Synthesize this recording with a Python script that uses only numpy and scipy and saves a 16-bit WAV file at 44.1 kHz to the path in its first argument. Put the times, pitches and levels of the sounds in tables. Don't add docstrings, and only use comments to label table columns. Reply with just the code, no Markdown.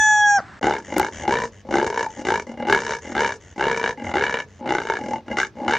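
import sys
import numpy as np
from scipy import signal
from scipy.fft import rfft, irfft
from scipy.io import wavfile

SR = 44100
rng = np.random.default_rng(int(sys.argv[2]) if len(sys.argv) > 2 else 0)


def output_pcm(signal):
    pcm = np.clip(np.atleast_2d(signal).T, -1, 1) * 32767
    wavfile.write(sys.argv[1], SR, np.round(pcm).astype(np.int16))


N = 254898
T = np.arange(N) / SR

# start t/s, hold/s, release/s, effort level/dB, softness of the start/dB, sag over the hold/dB,
# slack in mid-grunt/dB, pulse rate at full effort f/Hz, mouth opening time/s, widest opening (0-1),
# relative brightness/dB, relative rasp/dB
GRUNT_ROWS = [(0.628, .12, .085, -14, 3.5, 10.5, 0.5, 84.5, 0.15, 0.95, -1, -28),
              (.9645, 0.085, 0.067, -15, 4, 11.5, -1, 71, 0.081, 0.88, -1.5, -24.5),
              (1.277, 0.16, .06, -16.5, 3.5, 12, 0.5, 73, 0.042, 0.98, -2.5, -23),
              (1.7086, 0.33, 0.063, -17.5, 8.5, 10.5, 3.5, 72, .12, 0.86, -3.5, -24.5),
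              (2.25, .11, .085, -16.5, 6, 8.5, -1, 63, 0.096, 1, -0.5, -21.5),
              (2.67, 0.25, 0.089, -18.5, 10, 7.5, 9, 83.5, 0.056, 0.83, -0.5, -20.5),
              (3.1504, 0.17, .055, -17.5, 8.5, 13, -0.5, 81.6, 0.037, .85, 0.5, -20.5),
              (3.579, .32, 0.042, -19.5, 9, 6, 7, 72, 0.054, 0.89, -1, -24.5),
              (4.139, .26, .055, -21.5, 1, 11.5, 0, 77.75, 0.055, 0.91, 2.5, -23.5),
              (4.658, .3, .06, -23, 5, 5, 6.5, 68, .22, 0.9, 1.5, -22.5),
              (5.37, 0.042, 0.075, -25.5, 0.5, 5, 0, 75.5, 0.054, 0.78, 11, -10.5),
              (5.68, 0.079, 0.088, -20.5, 1.5, 8, -0.5, 79, 0.056, 0.97, 6.5, -19.5)]
# start t/s, end t/s, effort level at the end/dB, swell/dB, pulse rate f/Hz,
# relative brightness/dB, relative rasp/dB
MURMUR_ROWS = [(0.612, 0.618, -27.5, -4.5, 62, -17, -26), (0.881, 0.964, -31, 5.5, 50, -8, -21),
               (1.199, 1.255, -31, 3, 57, -7.5, -25), (1.65, 1.702, -28, 10.5, 52, -22, -31),
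               (2.169, 2.229, -34.5, -3, 43, -12, -17.5), (2.468, 2.533, -38, -6, 41.6, -10.5, -23.5),
               (2.574, 2.657, -29, 3, 39.3, -8, -32), (3.024, 3.125, -31, 11.5, 41.6, -6, -23),
               (3.56, 3.58, -36.5, -1, 41, -13, -22), (3.974, 4.118, -29, 6, 43, -6.5, -27),
               (4.592, 4.662, -28, 10.5, 59, -21, -45), (4.988, 5.171, -29, 2, 41.2, -11, -23.5),
               (5.261, 5.282, -33, 8.5, 48, -8, -25.5), (5.3, 5.368, -32.5, -7, 72, -10, -28.5),
               (5.554, 5.673, -26.5, 9, 64, -16.5, -30)]
# t/s, level over the effort/dB
JOLT_ROWS = [(.923, 8), (1.865, 3.5), (1.901, 3.5), (1.975, 6.5), (2.008, 2.5), (2.725, 5.5), (3.774, 6.5),
             (3.84, 6), (4.114, 5), (4.238, 5), (4.341, 8), (4.75, 5), (4.899, 7.5), (5.735, 4)]
# f nearly shut/Hz, f wide open/Hz, width/Hz, relative level/dB
MOUTH_MODES = [(265, 463.5, 71.7, -1), (705, 984, 52.7, 0.5), (1180, 1606, 188, -2.5), (1326, 1750, 77, 3),
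               (1816, 2327, 114, -2), (2830, 2845, 133, -7.5), (3420, 3710, 170, -14)]
# f/Hz, width/Hz, relative level/dB
SNOUT_MODES = [(234, 21.4, 7), (524.5, 54, 6.5), (828.6, 20.3, 9), (1186, 7.7, -7.5), (1628, 44, 0.5),
               (2063, 91, 3), (2850, 38, -0.5)]
# f/Hz, width/Hz, level over the mean effort/dB
CHEST_MODE = (206, 356, -5.5)
# f/Hz, gain/dB
RASP_SPECTRUM = [(2500, -31), (3600, -7.5), (4800, 7.5), (5800, 13), (6700, 12.5), (7800, 0)]
# f/Hz, gain/dB
MUFFLING = [(2330, -1.5), (2500, -13), (2680, -3), (7400, -1.5), (8300, -1.5), (9300, -18.5), (11000, -31),
            (15000, -38)]
# start t/s, end t/s, hiss level/dB, flutter level/dB (both before muffling)
SNUFFLE_ROWS = [(0.84, 0.952, -42, -46), (1.123, 1.245, -35, -43), (1.518, 1.619, -52, -47.5),
                (2.095, 2.222, -43, -51.5), (3.013, 3.142, -41, -48.5), (3.402, 3.541, -48.5, -47),
                (4.035, 4.113, -41, -36), (4.475, 4.612, -55, -49)]
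# f/Hz, relative gain/dB
NOSTRIL_SPECTRUM = [(500, 9.5), (1300, 0), (1850, 13.5), (2400, -1), (3000, 7.5), (4200, -14.5), (5500, -1),
                    (6700, 7), (8000, -11.5), (9500, -11.5)]
# t/s, relative level/dB
GULP_ROWS = [(2.065, -17), (5.135, -14)]
# t/s, relative level/dB
SNAP_ROWS = [(.982, 1), (0.997, -2), (2.365, -33), (2.751, -30.5), (5.419, -26)]
# t/s, left-right level/dB
HEAD_TURN = [(2.2, 0.04), (2.7, -0.33)]
# f/Hz, lead of the left/rad
PIG_PHASE = [(3800, 0.053), (6300, 0.55), (8000, 1.4)]
# f/Hz, left-right level/dB
PIG_BALANCE = [(60, 2), (300, 1.76), (900, 1.64), (1530, 0.9), (2620, 1), (4500, 1.2), (7720, 3)]
# t/s, pitch f/Hz, fundamental level/dB, octave level/dB, fourth harmonic level/dB,
# high overtones level/dB
CROW_TRACK = [(0, 859, -23, -16, -31.5, -25.5), (0.112, 848, -19.5, -15, -35.5, -28.5),
              (0.199, 836.5, -19.5, -19.5, -34.5, -30), (.245, 832, -18.5, -16, -27.5, -39.5),
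              (0.299, 821.7, -18, -15, -47.5, -27.5), (0.36, 808.4, -16, -22.5, -48, -29),
              (0.387, 772, -18, -19, -52, -38)]
# start t/s, silent t/s, share the pitch falls to
CROW_BREAK = (.376, 0.408, 0.71)
# multiple of the pitch, relative level/dB
CROW_OVERTONES = [(3, -12.5), (5, -23), (6, -37), (7, 2.5), (8, 0.5), (9, -9.5), (10, -21.5), (11, -39),
                  (13, -41.5), (15, -43)]
# f/Hz, lead of the left/rad
ROOSTER_PHASE = [(4300, 0.13), (7900, 0.84)]
# f/Hz, 60 dB decay time/s
DECAY_TIMES = [(150, 0.72), (800, 0.24), (2500, 0.12), (8000, 0.14)]
# f/Hz, relative gain/dB
YARD_AIR = [(18, -57), (30, -14), (86, -2), (328, -11), (500, -18), (1620, -9), (2530, -25), (4340, -29),
            (8170, -37.5), (10600, -85), (18000, -120)]
# f/Hz, relative gain/dB
PEN_AIR = [(25, -18.5), (55, 2), (85, 8.5), (250, -3.5), (700, -10), (6000, -24), (9000, -47)]

ATTACK_S = 0.031
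RELEASE_DB, RELEASE_POWER = 33, 1.5
SLACK_AT, SLACK_WIDTH = .6, .2
HALF_RATE_DB = 35
SLOW_START, SPEED_UP_S = .2, .02
AJAR, OPEN_POWER = .28, 1.41
OPEN_BRIGHT_DB = 9
RASP_HOLDS, RASP_LINGERS = 0.8, 0.43
MURMUR_RISE_S, MURMUR_FADE_S = 0.011, .013
MURMUR_OPENING = 0.23
CATCH_S, USUAL_RATE_HZ = .009, 65
YARD_STOPS_S, PEN_STARTS_S = .595, .612


def grunts(puff_s=0.0061, mouth_leak=0.27, snout_leak=0.96, low_air=0.47, high_air=0.46,
           rasp_air=2.67, snout_shuts=0.4, rasp_db=-13):
    pulses, effort, opening, bright, rasp = voice()
    oral = np.clip(opening / snout_shuts, 0, 1) * np.pi / 2
    to_mouth, to_snout = np.sin(oral), np.cos(oral)
    keep = np.exp(-1 / (puff_s * SR))
    bursts = signal.lfilter([np.sqrt(1 - keep ** 2)], [1, -keep], pulses)
    leak = effort * (mouth_leak * to_mouth ** 2 + snout_leak * to_snout ** 2)
    puffs = (bursts + leak) * rng.standard_normal(N)
    mouth = []
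    for shut, wide, width, db in MOUTH_MODES:
        hz = (shut + (wide - shut) * opening) * (1 + .012 * drift(45))
        mouth.append((hz, width, db))
    crispness_db = 1.2 * drift(50)
    low = pulses + low_air * puffs
    high = amp(bright + crispness_db) * (pulses + high_air * puffs)
    out = np.zeros(N)
    for drive, modes in [(low * to_mouth, mouth[:2]), (high * to_mouth, mouth[2:]),
                         (low * to_snout, SNOUT_MODES[:3]), (high * to_snout, SNOUT_MODES[3:])]:
        power = sum(amp(db) ** 2 * np.pi * width / SR for _, width, db in modes)
        for hz, width, db in modes:
            share_db = db + 1.8 * drift(50)
            out += amp(share_db) * resonate(drive, hz, width, 7 * width) / np.sqrt(power)
    hz, width, db = CHEST_MODE
    chest = resonate(resonate(pulses + puffs, hz, width), hz, width)
    rumble = amp(db) * rms(effort) * unit(chest)
    spit_db = 2.5 * drift(50)
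    hiss = colour(amp(rasp + rasp_db + spit_db) * (pulses + rasp_air * puffs), RASP_SPECTRUM)
    return colour(out + rumble + hiss, MUFFLING)


def voice():
    tracks = np.zeros((5, N))
    for row in GRUNT_ROWS:
        add(tracks, *grunt(*row))
    for row in MURMUR_ROWS:
        add(tracks, *murmur(*row))
    slaps, effort, *weighted = tracks
    for s, db in JOLT_ROWS:
        at = round(s * SR)
        slaps[abs(T - s) < CATCH_S] = 0
        slaps[at] = amp(db) * effort[at] * np.sqrt(SR / USUAL_RATE_HZ)
    return slaps, effort, *(np.array(weighted) / (effort + 1e-9))


def grunt(start, hold_s, release_s, effort_db, soft_db, sag_db, slack_db, top_rate, open_s, widest,
          bright_db, rasp_db):
    t = np.arange(0, hold_s + release_s, 1 / SR)
    held = np.minimum(t / hold_s, 1)
    tired_db = sag_db * held + slack_db * np.exp(-((held - SLACK_AT) / SLACK_WIDTH) ** 2)
    release_db = RELEASE_DB * (np.maximum(t - hold_s, 0) / release_s) ** RELEASE_POWER
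    attack_db = soft_db * np.maximum(1 - t / ATTACK_S, 0)
    effort = amp(effort_db - attack_db - tired_db - release_db)
    slowing = .5 ** ((tired_db + release_db) / HALF_RATE_DB)
    rate = top_rate * (1 - SLOW_START * np.exp(-t / SPEED_UP_S)) * slowing
    opening = widest + (AJAR - widest) * np.exp(-(t / open_s) ** OPEN_POWER)
    bright = bright_db - OPEN_BRIGHT_DB * (widest - opening)
    rasp = rasp_db + RASP_HOLDS * tired_db + RASP_LINGERS * release_db
    return start, utterance(rate, effort, opening, bright, rasp)


def murmur(start, end, effort_db, swell_db, rate, bright_db, rasp_db):
    t = np.arange(0, end - start + 10 * MURMUR_FADE_S, 1 / SR)
    along = np.minimum(t / (end - start), 1)
    rise = 1 - .5 * np.exp(-t / MURMUR_RISE_S)
    fade = np.exp(-np.maximum(start + t - end, 0) / MURMUR_FADE_S)
    effort = rise * fade * amp(effort_db - swell_db * (1 - along))
    return start, utterance(np.full(len(t), rate), effort, MURMUR_OPENING * along, bright_db, rasp_db)


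def utterance(rate, effort, opening, bright_db, rasp_db, jitter_s=.0005, shimmer_db=1.5):
    at = np.flatnonzero(np.diff(np.floor(np.cumsum(rate) / SR), prepend=-1))
    late, size = rng.standard_normal((len(at), 2)).T
    moved = np.clip(at + (jitter_s * late * SR).astype(int), 0, len(rate) - 1)
    slaps = np.zeros(len(rate))
    slaps[moved] = amp(shimmer_db * size) * np.sqrt(SR / rate[at])
    return effort * np.array(np.broadcast_arrays(slaps, 1, opening, bright_db, rasp_db))


def snuffles(flutter_hz=90, unsteady=0.1302, sharpness=3.1, steady_air=0.28):
    angle = 2 * np.pi * np.cumsum(flutter_hz * (1 + unsteady * drift(35))) / SR
    flap = (.5 + .5 * np.cos(angle)) ** sharpness
    hiss = unit((flap + steady_air) * noise(NOSTRIL_SPECTRUM))
    thrum = unit(flap - flap.mean())
    out = np.zeros(N)
    for start, end, hiss_db, thrum_db in SNUFFLE_ROWS:
        swell = np.clip(np.minimum(T - start, end - T) / 0.0034, 0, 1)
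        out += swell * (amp(hiss_db) * hiss + amp(thrum_db) * thrum)
    return out


def gulps(gulp_hz=880, gulp_s=0.011):
    out, t = np.zeros(N), T[:SR // 10]
    for s, db in GULP_ROWS:
        add(out, s, amp(db) * np.sin(2 * np.pi * gulp_hz * t) * np.exp(-t / gulp_s))
    return out


def snaps(snap_s=0.00075, left_db=5):
    out, t = np.zeros(N), T[:SR // 10]
    for s, db in SNAP_ROWS:
        add(out, s, amp(db) * 0.19 * rng.standard_normal(len(t)) * np.exp(-t / snap_s))
    return out * amp([[left_db], [-left_db]])


def rooster(waver=0.00063, break_rough=0.066, wet_db=-22):
    s, *columns = np.transpose(CROW_TRACK)
    hz, first_db, octave_db, fourth_db, top_db = (np.interp(T, s, c) for c in columns)
    start, end, fall = CROW_BREAK
    breaking = np.clip((T - start) / (end - start), 0, 1)
    roughness = (waver + break_rough * breaking) * drift(360)
    hz = hz * (1 - (1 - fall) * breaking ** 2) * (1 + roughness)
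    angle = 2 * np.pi * np.cumsum(hz) / SR
    top = unit(sum(amp(db) * np.sin(round(k) * angle) for k, db in CROW_OVERTONES))
    top = top + 0.27 * np.interp(T - .005, T, top)
    body = amp(first_db) * np.sin(angle) + amp(octave_db) * np.sin(2 * angle)
    body = body + amp(fourth_db) * np.sin(4 * angle)
    note = np.sqrt(2) * body + amp(top_db) * top
    note = note * (1 - breaking) * (1 + breaking * drift(600))
    direct = ports(note, ROOSTER_PHASE, [(800, 0.0022), (7000, 0.0032)])
    return direct + amp(wet_db) * room(note, t60_scale=1.0, delay_s=0.013)


def room(x, t60_scale, delay_s):
    size = SR // 2
    taps = rng.choice([-1., 1.], (2, size)) * (rng.random((2, size)) < 3000 / SR)
    hz, t, z = signal.stft(taps, SR, nperseg=256)
    t60 = t60_scale * read(DECAY_TIMES, hz)[:, None]
    tail = signal.istft(z * amp(-60 * t / t60), SR, nperseg=256)[1]
    tail = np.pad(tail, ((0, 0), (round(delay_s * SR), 0)))
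    mid, side = signal.fftconvolve(x[None], tail / np.linalg.norm(tail[0]), axes=1)[:, :N]
    side = colour(side, [(200, -38.5), (1500, -7.5), (6000, 2)])
    return np.array([mid + side, mid - side])


def air(spectrum, db, side_db):
    return amp(db) * (noise(spectrum) + amp(side_db) * noise(spectrum) * np.array([[1], [-1]]))


def ports(x, phase, balance):
    hz = np.fft.rfftfreq(N, 1 / SR)
    lean = amp(read(balance, hz) / 2) * np.exp(.5j * read(phase, hz))
    return irfft(rfft(x) * np.array([lean, 1 / lean]), N)


def resonate(x, hz, *widths):
    turn = np.exp(2j * np.pi * np.cumsum(hz * np.ones(N)) / SR)
    x = x * turn.conj() + 1e-18
    for r in np.exp(-np.pi * np.array(widths) / SR):
        x = signal.lfilter([1 - r], [1, -r], x)
    return 2 * (turn * x).real


def colour(x, spectrum):
    log_gain = np.log(amp(read(spectrum, abs(np.fft.fftfreq(4096, 1 / SR)))))
    taps = np.fft.ifft(np.exp(np.conj(signal.hilbert(log_gain)))).real
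    return signal.oaconvolve(x, taps[:len(taps) // 2])[:len(x)]


def noise(spectrum):
    return unit(colour(rng.standard_normal(N), spectrum))


def drift(hz):
    return unit(irfft(rfft(rng.standard_normal(N)) * (np.fft.rfftfreq(N, 1 / SR) < hz), N))


def read(points, hz):
    f, value = np.transpose(points)
    return np.interp(np.log(hz + 1), np.log(f + 1), value)


def amp(db):
    return 10 ** (np.asarray(db) / 20)


def rms(x):
    return np.sqrt(np.mean(x ** 2) + 1e-20)


def unit(x):
    return x / rms(x)


def add(mix, s, sound):
    part = mix[..., max(round(s * SR), 0):][..., :sound.shape[-1]]
    part += sound[..., :part.shape[-1]]


def scene():
    yard = rooster() + air(YARD_AIR, -43, side_db=-14)
    pig = grunts() + colour(snuffles(), MUFFLING) + gulps()
    walls = amp(-12) * room(pig, t60_scale=.8, delay_s=.003)
    facing = amp(np.interp(T, *np.transpose(HEAD_TURN)) * np.array([[.5], [-.5]]))
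    direct = facing * ports(pig, PIG_PHASE, PIG_BALANCE)
    pen = direct + walls + snaps() + air(PEN_AIR, -53, side_db=-11)
    return yard * (T < YARD_STOPS_S) + pen * (T > PEN_STARTS_S)


def record(dry):
    thinned = signal.sosfilt(signal.butter(2, 50, "high", fs=SR, output="sos"), dry)
    clipped = np.clip(thinned, -.66, .66)
    band_limit = signal.firwin(511, 15800, window=("kaiser", 9), fs=SR)
    return signal.oaconvolve(clipped, band_limit[None], "same")


dry = scene()
out = record(dry)
output_pcm(out)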